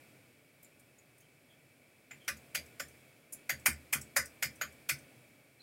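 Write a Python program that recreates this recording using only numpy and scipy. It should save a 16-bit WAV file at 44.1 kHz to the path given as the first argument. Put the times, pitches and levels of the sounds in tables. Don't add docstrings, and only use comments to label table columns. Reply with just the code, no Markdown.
import sys
import numpy as np
from scipy import signal
from scipy.fft import rfft, irfft
from scipy.io import wavfile
from scipy.ndimage import uniform_filter1d

SR = 44100
rng = np.random.default_rng(int(sys.argv[2]) if len(sys.argv) > 2 else 0)


def persist_wave(psi):
    counts = np.round(np.clip(psi, -1, 1) * 32767).astype(np.int16)
    wavfile.write(sys.argv[1], SR, np.atleast_2d(counts).T)


N = 247842
USUAL_DB = -27.5


def amp(db):
    return 10 ** (np.asarray(db) / 20)


def unit_rms(x):
    return x / np.sqrt(np.mean(x ** 2) + 1e-20)


def curve(points, hz):
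    f, value = np.transpose(points)
    return np.interp(np.log(hz + 1), np.log(f + 1), value)


def resonance(hz, centre_hz, width_hz):
    return 1 / (1 + (2 * (hz - centre_hz) / width_hz) ** 2)


def add(mix, s, sound):
    part = mix[round(s * SR):][:len(sound)]
    part += sound[:len(part)]


def impact_axes(size=16384):
    return np.arange(size) / SR, np.fft.rfftfreq(size, 1 / SR)


def decay(t, start_s, fall_s):
    return (t >= start_s) * np.exp(-np.maximum(t - start_s, 0) / fall_s)


def coloured(x, colour_db):
    spectrum = rfft(x)
    spectrum /= np.sqrt(uniform_filter1d(abs(spectrum) ** 2, size=90) + 1e-12)
    log_gain = np.log(amp(colour_db))
    log_response = np.conj(signal.hilbert(np.r_[log_gain, log_gain[-2:0:-1]]))[:len(spectrum)]
    y = irfft(spectrum * np.exp(log_response))[:len(x) // 2]
    return y / np.sqrt(np.sum(y ** 2) / (.02 * SR))


def fan(level_db=-55):
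    # f/Hz, relative density/dB
    floor = [(25, -24), (60, -16), (130, 5.5), (190, -5), (260, 1.5), (380, -4.5), (600, -3.5),
             (950, -15.5), (2000, -12), (3800, -19), (5200, -19), (6100, -23), (8500, -18), (15500, -22.5)]
    # f/Hz, width/Hz, gain/dB
    whir = [(1459, 22, 7), (2302, 244, 12), (2588, 74, 10), (3330, 130, 4)]
    hz = np.fft.rfftfreq(N, 1 / SR)
    colour_db = curve(floor, hz) + sum(db * resonance(hz, f, width) for f, width, db in whir)
    noise = rfft(rng.standard_normal(N))
    return amp(level_db) * unit_rms(irfft(noise * amp(colour_db), N))


def rattle(power, grain_db=-1.5):
    noise, size = rng.standard_normal((2, len(power)))
    return np.sqrt(power) * unit_rms(noise * amp(grain_db * size))


def room_tail(t, start_s, linger=lambda hz: 1, build_s=0.0068):
    # f/Hz, T60/s
    room = [(300, 0.24), (800, 0.13), (2000, 0.15), (5500, 0.15), (10000, 0.14), (15000, 0.11)]
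    hz, frame_s, noise = signal.stft(rng.standard_normal(len(t)), SR, nperseg=256)
    t60 = curve(room, hz) * linger(hz)
    tail = signal.istft(noise * amp(-60 * frame_s / t60[:, None]), SR)[1][:len(t)]
    return tail * (1 - decay(t, start_s, build_s)) * (t >= start_s)


def ripple(hz, size=110):
    shape = unit_rms(uniform_filter1d(uniform_filter1d(rng.standard_normal(len(hz)), size), size))
    return np.minimum(shape, np.tanh(shape)) * hz ** 2 / (hz ** 2 + 2600 ** 2)


def tick(s, db, rings, rise_s=0.0031):
    # f/Hz, gain/dB
    colour = [(200, 1), (3500, -29), (5000, -8), (7000, 1), (10000, 4), (13000, 0), (16000, 1)]
    t, hz = impact_axes()
    power = decay(t, 0, 0.0037) + 0.66 * decay(t, 0.0044, 0.0014)
    scratch = rattle(power) * (1 - decay(t, 0, rise_s))
    burst = scratch + amp(-10.5) * room_tail(t, 0)
    rings_db = sum(gain_db * resonance(hz, f, 790) for f, gain_db in rings)
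    return s - .001, amp(db) * coloured(burst, curve(colour, hz) + rings_db + 3 * ripple(hz))


def chirp(s, length_s, start_hz, end_hz, db, fuzz_hz=120):
    t = np.arange(0, length_s, 1 / SR)
    cycles = np.cumsum(np.linspace(start_hz, end_hz, len(t))) / SR
    noise = rng.standard_normal((len(t), 2)) @ [1, 1j]
    fuzz = signal.lfilter(*signal.butter(2, fuzz_hz, fs=SR), noise)
    whistle = (fuzz * np.exp(2j * np.pi * cycles)).real
    return s, amp(db) * unit_rms(whistle * np.sin(np.pi * t / length_s))


def contact(power, echo=0.86):
    direct = rattle(power, grain_db=4.0)
    return direct + rng.choice([-echo, echo]) * np.roll(direct, rng.integers(25, 65))


def clack(s, db, hollow_db, clack_hz, node_hz, bright_db, cap_hz, ring_db, lead_s=.004, bottom_s=.007):
    # f/Hz, gain/dB
    case = [(100, -29.5), (400, -26.5), (560, -12), (980, -10.5), (1480, -8), (2100, -5), (2480, -10.5),
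            (3000, -9), (4000, -16.5), (4600, -11.5), (7000, -14.5), (8200, -11), (13000, -10),
            (16000, -17.5)]
    # f/Hz, width/Hz, gain/dB
    shell = [(562.5, 24, 5.5), (1186, 40, 5), (1477, 142, 7), (1805, 14, 4.5), (1870, 46, -0.5),
             (1910, 44, -2.5), (2040, 150, 5.5), (2370, 62, 6.5), (2462, 63, 7.5)]
    # f/cap_hz, gain/dB, extra gain per unit of dullness/(dB/dB)
    keycap = [(.8, 0.5, 0), (1.38, 9, 0.9), (2.75, 1, 0.64)]
    t, hz = impact_axes()
    approach = np.exp(np.minimum(t - lead_s, 0) / .001) * (t < lead_s)
    brush = np.diff(rattle(approach), prepend=0)
    snap = contact(decay(t, lead_s, 0.0012)) + 0.8 * contact(decay(t, lead_s + 0.003, 0.0019))
    snap = signal.lfilter([.85], [1, -.33], snap)
    bottom = contact(decay(t, lead_s + bottom_s, 0.0021))
    stretch = 1.27 * (0.92 + .018 * (db - USUAL_DB)) - 1
    tail = room_tail(t, lead_s, lambda f: 1 + stretch * (resonance(f, 1600, 450)
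                                                         + resonance(f, cap_hz, 810)))
    flutter_db = 0.81 * unit_rms(uniform_filter1d(rng.standard_normal(len(t)), size=70))
    burst = amp(-11) * brush + snap + amp(-1.5) * bottom + amp(0.5 + flutter_db) * tail
    case_db = curve(case, hz) + sum(mode_db * resonance(hz, f, width) for f, width, mode_db in shell)
    place_db = (hollow_db * resonance(hz, 560, 210) + 6.5 * resonance(hz, clack_hz, 720)
                - 11 * resonance(hz, node_hz, 440))
    cap_modes = [(cap_hz, ring_db)]
    cap_modes += [(ratio * cap_hz, mode_db - slope * bright_db) for ratio, mode_db, slope in keycap]
    cap_db = sum(mode_db * resonance(hz, f, 0.13 * f) for f, mode_db in cap_modes)
    treble_db = bright_db * hz ** 4 / (hz ** 4 + 4200 ** 4) + 4.0 * ripple(hz)
    return s - lead_s, amp(db) * coloured(burst, case_db + place_db + cap_db + treble_db)


def thud(s, db, hollow_db, finger_db=-58.5, spread_s=0.015):
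    # f/Hz, level/dB, T60/s
    desk = [(77, 3, 0.35), (122, -3, 0.18), (138.4, 3, 0.2), (215.6, 0.5, 0.26), (323, -11.5, 0.23)]
    t, _ = impact_axes()
    force_db = db - USUAL_DB
    delay_s = 0.028 - .0006 * force_db
    push_db = -52 + 0.9 * force_db - .5 * hollow_db
    low_hz = 68.4 / 2 ** (force_db / 36 + hollow_db / 13)
    gain = np.hypot(amp(finger_db), amp(push_db))
    push = 0.98 * rattle(decay(t, 0, spread_s)) / np.sqrt(spread_s * SR)
    push[0] -= 1
    ring = sum(amp(mode_db - 60 * t / t60) * np.cos(2 * np.pi * hz * t) for hz, mode_db, t60 in desk)
    band = signal.butter(4, [low_hz, 380], "bandpass", fs=SR, output="sos")
    y = signal.sosfilt(band, signal.fftconvolve(push, ring)[:len(t)])
    return s + delay_s, gain * y / np.sqrt(np.mean(y[t < .05] ** 2))


def scene():
    # t/s, level/dB, ring f/Hz, ring gain/dB
    touches = [(.628, -51, 13900, 19), (.645, -53, 7300, 17), (.795, -54.5, 9000, 9),
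               (0.984, -54.5, 6900, 22), (1.180, -57, 8950, 5), (1.205, -56.5, 6500, 12),
               (3.324, -40, 9350, 14), (3.33, -45.5, 7050, 22), (3.333, -40.5, 11100, 18)]
    # t/s, duration/s, start f/Hz, end f/Hz, level/dB
    chirps = [(1.216, 0.053, 3060, 3150, -67), (1.484, 0.07, 3330, 3250, -61.5),
              (2.197, 0.085, 3280, 3150, -61), (5.59, 0.055, 4040, 4460, -54.5)]
    # t/s, level/dB, hollowness of the case/dB, clack f/Hz, node f/Hz, brightness/dB,
    # keycap f/Hz, keycap ring/dB, time held/s, release level/dB
    strokes = [ (2.1094, -41.5, -6, 2420, 1110, -23, 5220, 13, .135, -64),
               (2.28, -28.5, 2, 1710, 890, -3, 4040, 7, 0.088, -56.5),
               (2.5490, -28.5, 2.5, 2520, 1030, -0.5, 4770, 6.5, 0.11, -60),
               (2.7975, -33.5, 10, 1530, 940, -6.5, 5250, 9.5, 0.084, -57.5),
               (3.4946, -26.5, 0.5, 1880, 1120, -7, 4790, 5.5, 0.1, -58),
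               (3.6600, -19, -4, 2210, 3520, 1.5, 4700, -1.5, 0.066, -50),
               (3.9284, -23.5, -6, 2360, 3920, 6, 4720, 1, .084, -43.5),
               (4.1640, -21, 7, 1830, 3100, 1.5, 4970, 5.5, .091, -46),
               (4.426, -26, -2, 2420, 1040, -4, 5110, 8, 0.13, -57),
               (4.6130, -29.5, 7, 1460, 920, -13.5, 4870, 5, 0.11, -61.5),
               (4.8913, -25, -3, 2390, 930, -0.5, 5200, 11, 0.094, -57)]
    # f/cap_hz, gain/dB
    release = [(1.17, 15), (1.65, 12.5)]
    mix = fan()
    for s, db, hollow_db, clack_hz, node_hz, bright_db, cap_hz, ring_db, held_s, release_db in strokes:
        add(mix, *clack(s, db, hollow_db, clack_hz, node_hz, bright_db, cap_hz, ring_db))
        add(mix, *thud(s, db, hollow_db))
        rings = [(ratio * cap_hz, mode_db) for ratio, mode_db in release]
        add(mix, *tick(s + held_s, release_db, rings))
    for s, db, ring_hz, ring_db in touches:
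        add(mix, *tick(s, db, [(ring_hz, ring_db)]))
    for row in chirps:
        add(mix, *chirp(*row))
    return mix[None]


def suppressor(x, shut_db=-51, open_db=-30, depth_db=6.5, close_s=0.6, open_at_start=0.69):
    level_db = 10 * np.log10(abs(uniform_filter1d(x ** 2, size=256)) + 1e-12)
    opening = np.clip((level_db - shut_db) / (open_db - shut_db), 0, 1)
    sink = np.arange(N) / SR / close_s
    held = np.maximum(np.maximum.accumulate(opening + sink), open_at_start) - sink
    return x * amp(depth_db * (held - 1.5))


def record(dry):
    lowpass = signal.firwin(401, cutoff=15950, window=("kaiser", 8), fs=SR)
    return signal.oaconvolve(suppressor(dry[0]), lowpass, "same")[None]


dry = scene()
out = record(dry)
persist_wave(out)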